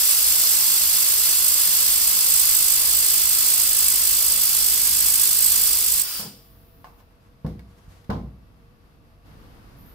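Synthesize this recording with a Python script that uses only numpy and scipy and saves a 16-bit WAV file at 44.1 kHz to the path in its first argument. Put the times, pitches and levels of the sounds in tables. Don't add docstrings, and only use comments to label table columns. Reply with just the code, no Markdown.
import sys
import numpy as np
from scipy import signal
from scipy.fft import rfft, irfft
from scipy.io import wavfile
from scipy.ndimage import map_coordinates

SR = 44100
rng = np.random.default_rng(int(sys.argv[2]) if len(sys.argv) > 2 else 0)


def file_out(sig):
    cols = np.atleast_2d(sig).T
    lim = np.clip(cols, -1, 1)
    pcm = np.round(lim * 32767).astype(np.int16)
    wavfile.write(sys.argv[1], SR, pcm)


N = 438354
TIME = np.arange(N) / SR
BIN_HZ = np.arange(N // 2 + 1) * SR / N
SIDES = np.array([[1], [-1]])
BEAM_OFF_S = 6.018


def undb(db):
    return 10 ** (np.asarray(db) / 20)


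def since(s):
    return np.maximum(TIME - s, 0)


def ramp(s, length_s):
    return np.minimum(since(s) / length_s, 1)


def fade(t60):
    return np.exp(-np.log(1000) * TIME[:SR] / t60)


def white():
    return rng.standard_normal((2, N))


def walk(rate):
    step = max(int(SR / rate), 1)
    levels = 1.2 * rng.standard_normal(N // step + 2)
    return (levels[:-1, None] + np.diff(levels)[:, None] * np.arange(step) / step).ravel()[:N]


def band(x, low_hz, high_hz):
    return signal.sosfilt(signal.butter(2, [low_hz, high_hz], "band", fs=SR, output="sos"), x)


def below(x, hz):
    return signal.sosfiltfilt(signal.butter(2, hz, fs=SR, output="sos"), x)


def whistle(hz, width_hz):
    return band(white(), hz - width_hz / 2, hz + width_hz / 2)


def colour(pair, spectrum):
    hz, *columns = np.transpose(spectrum)
    f = np.maximum(BIN_HZ, 1)
    left_db, right_db, likeness = (np.interp(np.log(f), np.log(hz), c) for c in columns)
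    skirts = np.minimum(f / hz[0], 1) ** 2 * np.minimum(hz[-1] / f, 1) ** 2
    mid, side = rfft(pair) * np.sqrt([1 + likeness, 1 - likeness]) * skirts * np.sqrt(SR) / 2
    return irfft([(mid + side) * undb(left_db), (mid - side) * undb(right_db)], N)


def crackle(rate, spread_db, share):
    pops = (rng.random((2, N)) < rate / SR) * rng.choice([-1, 1], (2, N))
    pops = pops * undb(spread_db * np.clip(white(), -2, 2))
    return np.sqrt(share) * pops / pops.std() + np.sqrt(1 - share) * white()


def tones(lines, waver_db):
    out = 0
    for hz, db in lines:
        level = np.sqrt(2) * undb(db + waver_db * walk(9))
        out = out + level * np.sin(2 * np.pi * hz * TIME + 1.6 * walk(3 + hz / 25))
    return out


def ring(modes, scatter_db):
    out = 0
    for hz, db, t60 in modes:
        phase = SIDES * rng.standard_normal() * min(hz / 1500, 1)
        level = undb(db + scatter_db * rng.standard_normal())
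        out = out + level * fade(t60) * np.sin(2 * np.pi * hz * TIME[:SR] + phase)
    return out


def add(out, s, sound):
    start = int(s * SR)
    out[:, start:start + sound.shape[1]] += sound[:, :N - start]


def clutter(count=40, stretch=.0056):
    f = np.linspace(0, SR / 2, num=8192)
    delays_s = rng.uniform(.003, .016, count)
    gains = undb(-27) * rng.choice([-1, 1], (2, count))
    mirrored = np.minimum(f / 2000, 1) ** 2
    ends = []
    for path in (1 - stretch / 2, 1 + stretch / 2):
        responses = 1 + mirrored * (gains @ np.exp(-2j * np.pi * np.outer(delays_s * path, f)))
        ends.append([np.interp(BIN_HZ, f, r / np.sqrt(np.mean(abs(r) ** 2))) for r in responses])
    return np.array(ends)


def reflect(pair, echoes, shared, right_lag_s=.00005):
    left, other = rfft(pair)
    common = shared * np.minimum(BIN_HZ / 3000, 1) ** 2
    phase = 1.3 * walk(40)[:len(BIN_HZ)] - 2 * np.pi * BIN_HZ * right_lag_s
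    right = np.sqrt(1 - common ** 2) * other + common * left * np.exp(1j * phase)
    start, end = irfft(np.array([left, right]) * echoes, N)
    left, right = start + (end - start) * ramp(0, BEAM_OFF_S)
    return np.array([left + right, left - right]) / np.sqrt(2)


def mirror(pair):
    # starting delay in ms, growth in ms/s.
    paths = [(3.385, .0195), (2.862, .0182)]
    # frequency in Hz, left and right strength from 0 to 1.
    reflectance = [(1500, .08, .15), (2600, .15, .22), (3300, .35, .45), (3950, .8, .8), (4400, .25, .4),
                   (5000, .2, .35), (5750, .7, .8), (6100, .7, .8), (6700, .35, .7), (7400, .15, .55),
                   (9000, .1, .45), (14000, .1, .28)]
    hz, *strengths = np.transpose(reflectance)
    out = []
    for spectrum, strength, (delay_ms, growth_ms_per_s) in zip(rfft(pair), strengths, paths):
        gain = np.interp(np.log(np.maximum(BIN_HZ, 1)), np.log(hz), strength)
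        direct, echo = irfft(np.array([spectrum, spectrum * gain]) / np.hypot(1, gain), N)
        emitted_s = TIME - (delay_ms + growth_ms_per_s * TIME) / 1000
        out.append(direct + map_coordinates(echo, [emitted_s * SR], order=3))
    return np.array(out)


def workshop():
    # frequency in Hz, left and right relative level in dB, likeness from -1 to 1.
    air_spectrum = [(25.0, -76, -78.5, 0.31), (50.0, -75.5, -71, 0.9), (75.1, -77, -78, 0.84),
                    (128.8, -78, -78, 0.66), (220.0, -82, -82, 0.83), (292, -82.5, -87.5, 0.75),
                    (400.0, -95, -89.5, 0.69), (700.0, -92, -94.5, -0.11), (1206, -94.5, -94, -0.24),
                    (1997, -101.2, -101.8, -0.084), (4000.0, -105.4, -108.1, -0.01),
                    (4900.0, -104.3, -110.1, 0.17), (7500.0, -119.4, -115.1, -0.042),
                    (13000.0, -107.0, -110.9, -0.13), (15000.0, -121.7, -124.0, 0.13)]
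    # frequency in Hz, rms level in dB.
    hum = [(48.4, -61), (96.9, -65), (129.2, -69.5), (473.7, -69), (667.5, -74), (1141, -78), (2659, -84.5)]
    rise = ramp(9.235, length_s=.029)
    air = colour(white(), air_spectrum) * undb(-1.65)
    low = below(air, 450)
    rumble = low * undb(7.5 * rise + 1.2 * walk(9))
    hiss = (air - low) * undb(1.36 + 6.5 * rise + .5 * walk(16))
    return rumble + hiss + tones(hum, waver_db=2.5)


def squeal(start_s=9.758, glide_s=.032, start_hz=10900, end_hz=13450):
    # ratio to the pitch, relative level in dB.
    partials = [(.75, -8), (.87, -8), (.905, -4), (1, 8), (1.075, -8)]
    glide = 1 - np.exp(-since(start_s) / glide_s)
    hz = start_hz + (end_hz - start_hz) * glide
    level = ramp(start_s, length_s=.012) * undb(-67 + 2 * glide)
    out = undb(12) * glide * band(band(white(), 11000, 14600), 11000, 14600)
    for ratio, db in partials:
        cycles = np.cumsum(ratio * hz * (1 + .045 * white()), axis=1) / SR
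        entry = 1 if ratio == 1 else glide
        out = out + entry * undb(db + 3 * walk(120)) * np.sin(2 * np.pi * cycles)
    return level * out


def rustles():
    # middle in seconds, length in seconds, relative level in dB.
    drags = [(7.0, .04, -4), (7.25, .08, -10), (7.762, 0.16, -7), (7.936, 0.2, -1)]
    # frequency in Hz, left and right relative level in dB, likeness from -1 to 1.
    rub_spectrum = [(200, -87, -87, .7), (1200, -90, -91, 0.1), (2500, -97, -99, 0), (5000, -99, -102, 0.2),
                    (8000, -105, -104, 0), (13000, -104, -106, 0), (15000, -116, -117, 0)]
    swell = sum(undb(db) * np.exp(-(2 * (TIME - s) / length_s) ** 2) for s, length_s, db in drags)
    return colour(white(), rub_spectrum) * swell * undb(2 * walk(43))


def taps():
    # start in seconds, relative levels of ring, ping and click in dB,
    # level of the tail against the click in dB.
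    contacts = [(6.844, -51.5, -59, -54, 0), (6.87, -63, -70, -64, -6), (7.004, -68, -74, -69, -2),
                (7.448, -60, -68, -56, -8), (7.464, -58, -75, -52.5, 2), (7.593, -70, -53.5, -48, -12),
                (8.044, -77, -80, -53, -11), (8.102, -44, -52, -40, -8)]
    # frequency in Hz, relative level in dB, seconds to fall 60 dB.
    plate_modes = [(735, 4, 0.076), (900, 8, .075), (1057, 16, 0.042), (1140, -4, 0.35), (1491, 5, 0.09),
                   (1570, -7, 0.22), (1710, 4, 0.045), (2700, -6, .19), (2870, -9, .13), (4000, -16, .12)]
    part_modes = [(1690, -2, .06), (1927, -1, .08), (2200, -1, .055), (2815, -4, .03)]
    out = np.zeros((2, N))
    for s, ring_db, ping_db, click_db, tail_db in contacts:
        noise = rng.standard_normal((2, SR))
        clack = undb(19) * band(noise, 650, 1250) * fade(.42)
        plate = undb(ring_db) * (ring(plate_modes, scatter_db=0) + clack)
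        ping = undb(ping_db) * ring(part_modes, scatter_db=1)
        bright = (undb(5) * band(noise, 1400, 2100) + band(noise, 2700, 5200)
                  + undb(-7.5) * band(noise, 8200, 14060))
        click = undb(click_db + 3.5) * bright * (fade(.02) + undb(tail_db) * fade(.42))
        add(out, s, plate + ping + click)
    return out


def blow():
    # frequency in Hz, relative level in dB, seconds to fall 60 dB.
    bench_modes = [(61.7, 0.5, 0.58), (94.6, -1, 0.51), (140, -19, 0.35), (174, 11.5, 0.05),
                   (158.6, 1, 0.44), (202.2, -0.5, 0.37), (237.6, -5.5, 0.4), (340, -20, 0.21),
                   (448, -5.5, 0.26), (477, -2, 0.46), (519, 0, 0.11), (621, -3, 0.21), (680, -7, 0.17),
                   (750, -7, 0.22), (800, -8, 0.15), (922, -3, 0.22), (1035, -4, 0.31), (1120, -2, 0.19),
                   (1440, -9, .12), (1548, -11, .14)]
    rattle_bands = [(71, -4.5, 0.36), (151, 0.5, 0.48), (307, -8, 0.53), (597, -5, 0.44), (1120, 0.5, 0.2),
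                    (2200, -16, .2), (4500, 8, 0.3), (9000, -4, .33)]
    body = -ring(bench_modes, scatter_db=2)
    for hz, db, t60 in rattle_bands:
        mid, side = band(rng.standard_normal((2, SR)), hz / np.sqrt(2), hz * np.sqrt(2))
        spread = SIDES * min(hz / 1200, 1)
        body = body + undb(db) * fade(t60) * (mid + spread * side) / mid.std()
    return body


def bench(rebound_s=.03):
    # start in seconds, relative strength in dB, lowest and highest
    # frequency excited in Hz, change at each rebound in dB.
    thumps = [(6.196, -45.5, 130, 900, -2), (6.224, -45, 140, 450, -7), (7.447, -30, 40, 345, -24),
              (7.463, -49, 70, 750, -7), (7.595, -47.5, 60, 240, -9), (7.877, -44.5, 40, 110, -18),
              (8.094, -29.5, 45, 383, -18), (8.1, -33, 190, 1200, -9), (8.165, -39, 50, 260, -9),
              (8.212, -39, 40, 220, -17), (8.246, -39.5, 40, 130, -21)]
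    out = np.zeros((2, N))
    for s, db, low_hz, high_hz, rebound_db in thumps:
        for k in range(3):
            add(out, s + k * rebound_s, undb(db + k * rebound_db) * band(blow(), low_hz, high_hz))
    return out


def gas(echoes, lift_s=6.201, valve_shut_s=7.01):
    # frequency in Hz, left and right relative level in dB, likeness from -1 to 1.
    near_spectrum = [(300, -82, -83, .9), (806, -82.5, -82.5, .6), (1395, -75.5, -73.5, .2),
                     (2100, -81, -81.5, .6), (3200, -71.5, -71.5, -.2), (4100, -75, -74, -0.24),
                     (4900, -61, -66, -0.17), (5150, -68, -69.5, -0.089), (5480, -63.5, -67.5, .1),
                     (6200, -78.5, -75.5, -0.064), (7150, -74.5, -69.5, 0), (7900, -76, -70.5, 0),
                     (8850, -69, -64, .3), (10200, -73.5, -73, .2), (13300, -69.5, -67.5, .2),
                     (14500, -72.5, -69, 0), (15460, -66, -66, .1)]
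    far_spectrum = [(3000, -102.5, -103, .1), (5200, -105, -108, 0), (6500, -114, -113, 0),
                    (9200, -113, -112, 0), (10600, -113, -113, 0), (12500, -101, -104, 0),
                    (14400, -93, -98, 0), (15500, -104, -104, 0)]
    # centre in Hz, width in Hz, relative level in dB.
    jet_bands = [(9900, 260, -52), (11000, 240, -53), (11900, 240, -49), (12750, 300, -46),
                 (13600, 300, -51), (14400, 400, -51), (15350, 260, -46)]
    near_db = -13 + 13.5 * ramp(BEAM_OFF_S, length_s=.023) - 138 * since(lift_s)
    far_db = 3.5 - 17 * since(lift_s) - 150 * since(valve_shut_s)
    jet = reflect(white(), echoes, shared=.61)
    near = mirror(colour(jet, near_spectrum))
    dull = below(near, 8000)
    treble = (near - dull) * undb(-72 * since(lift_s))
    nozzle = band(white(), 4700, 5100) * undb(-36.5 + .65 * near_db)
    free = colour(jet, far_spectrum) + sum(undb(db) * whistle(hz, width) for hz, width, db in jet_bands)
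    return (dull + treble) * undb(near_db) + free * undb(far_db) * ramp(lift_s, length_s=.03) + nozzle


def weld(echoes, sweep_hz=52.5, ease_off_s=5.71):
    # frequency in Hz, left and right relative level in dB, likeness from -1 to 1.
    plume_spectrum = [(2000, -84, -80.5, .4), (3500, -76, -71, 0), (4700, -62, -70.5, 0),
                      (5900, -65.5, -65.5, .5), (6960, -65, -58.5, 0), (7300, -67, -59, 0),
                      (7660, -64.5, -50.5, -0.054), (8520, -63, -48.5, -0.29), (8870, -64.5, -60, 0),
                      (9300, -59.5, -60, -0.31), (9960, -62, -60.5, 0), (10530, -55.5, -55.5, 0.38),
                      (11640, -54, -61, .1), (12210, -68, -69.5, 0), (12960, -59, -55.5, 0),
                      (13800, -63, -52.5, 0), (14700, -59, -50.5, .1), (15500, -65, -66.5, 0)]
    sizzle_spectrum = [(400, -78.5, -80, .54), (810, -76.5, -76.5, 0.87), (1170, -71, -69.5, 0.12),
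                       (1784, -74, -75, .65), (3000, -65.5, -67, 0.25), (3720, -64, -63.5, -0.2),
                       (3960, -65, -64, -0.51), (4126, -64, -62.5, -0.15), (4390, -60.5, -62, 0.15),
                       (4600, -58, -62, -0.087), (5120, -59, -62, -.1), (5340, -57.5, -62, 0.2),
                       (5620, -63, -62, .4), (6080, -61.5, -61.5, 0.6), (6715, -63, -61, .1),
                       (7630, -64.5, -59.5, -0.086), (8280, -64, -55.5, -0.066), (8960, -66.5, -59.5, 0),
                       (9320, -59.5, -58.5, 0.06), (9980, -62, -61.5, 0), (10640, -60, -60, .3),
                       (11800, -55.5, -61, .1), (12200, -61.5, -65, .1), (13000, -57.5, -58, 0),
                       (13900, -58.5, -55, 0), (14600, -59, -54, 0.034), (15500, -62, -62, 0)]
    draught_spectrum = [(20.0, -81.5, -60.5, 0.18), (40.0, -74, -61.5, 0.25), (79.8, -76.5, -66.5, 0.23),
                        (160.0, -72, -70, 0.35), (300.0, -80, -72.5, 0.43), (454, -85, -77, 0.33)]
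    # centre in Hz, width in Hz, relative level in dB.
    corner_bands = [(4730, 220, -20.5), (5290, 220, -21), (10530, 120, -14), (11600, 140, -15.5)]
    # frequency in Hz, rms level at full power in dB.
    gun_tones = [(158, -70), (473.7, -64), (526, -61), (1105, -63)]
    power = undb(-8.5 * since(ease_off_s) - 420 * since(BEAM_OFF_S))
    sweep = 2 * np.pi * (sweep_hz * TIME - .94)
    flare = ((1 + np.cos(sweep + .16 * walk(90))) / 2) ** 1.24
    flare *= undb(1.3 * walk(50) + .8 * walk(700))
    vapour = flare * crackle(rate=2300, spread_db=3.5, share=.17)
    plume = colour(reflect(vapour, echoes, shared=.72), plume_spectrum) * undb(-.44 + .3244 * TIME)
    melt = undb(.8 * walk(500)) * crackle(rate=1200, spread_db=3, share=.12)
    corner = sum(undb(db + 2.4 * walk(4.5)) * whistle(hz, width) for hz, width, db in corner_bands)
    nozzle_gap = flare * band(white(), 8160, 8610) * undb(-14 + 1.28 * TIME)
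    sizzle = colour(reflect(melt, echoes, shared=.8), sizzle_spectrum) * undb(.62 - .32 * TIME)
    balance_db = -.16 - .11 * TIME
    hiss = mirror(plume + sizzle + corner + nozzle_gap) * undb(.4 * walk(16) + SIDES * balance_db / 2)
    throb = undb([[-52], [-44]]) * np.sin(sweep) * undb(2 * walk(7.4))
    draught = colour(white(), draught_spectrum) * undb(-3.5)
    air = (throb + draught) * undb(-3.5 + .8 * TIME)
    return power * (hiss + air + tones(gun_tones, waver_db=3))


def scene():
    echoes = clutter()
    return weld(echoes) + gas(echoes) + bench() + taps() + rustles() + workshop() + squeal()


def record(dry, ceiling=.85, top_hz=15700):
    rounded = dry / (1 + (dry / ceiling) ** 6) ** (1 / 6)
    return signal.sosfilt(signal.ellip(12, .1, 80, top_hz, fs=SR, output="sos"), rounded)


dry = scene()
out = record(dry)
file_out(out)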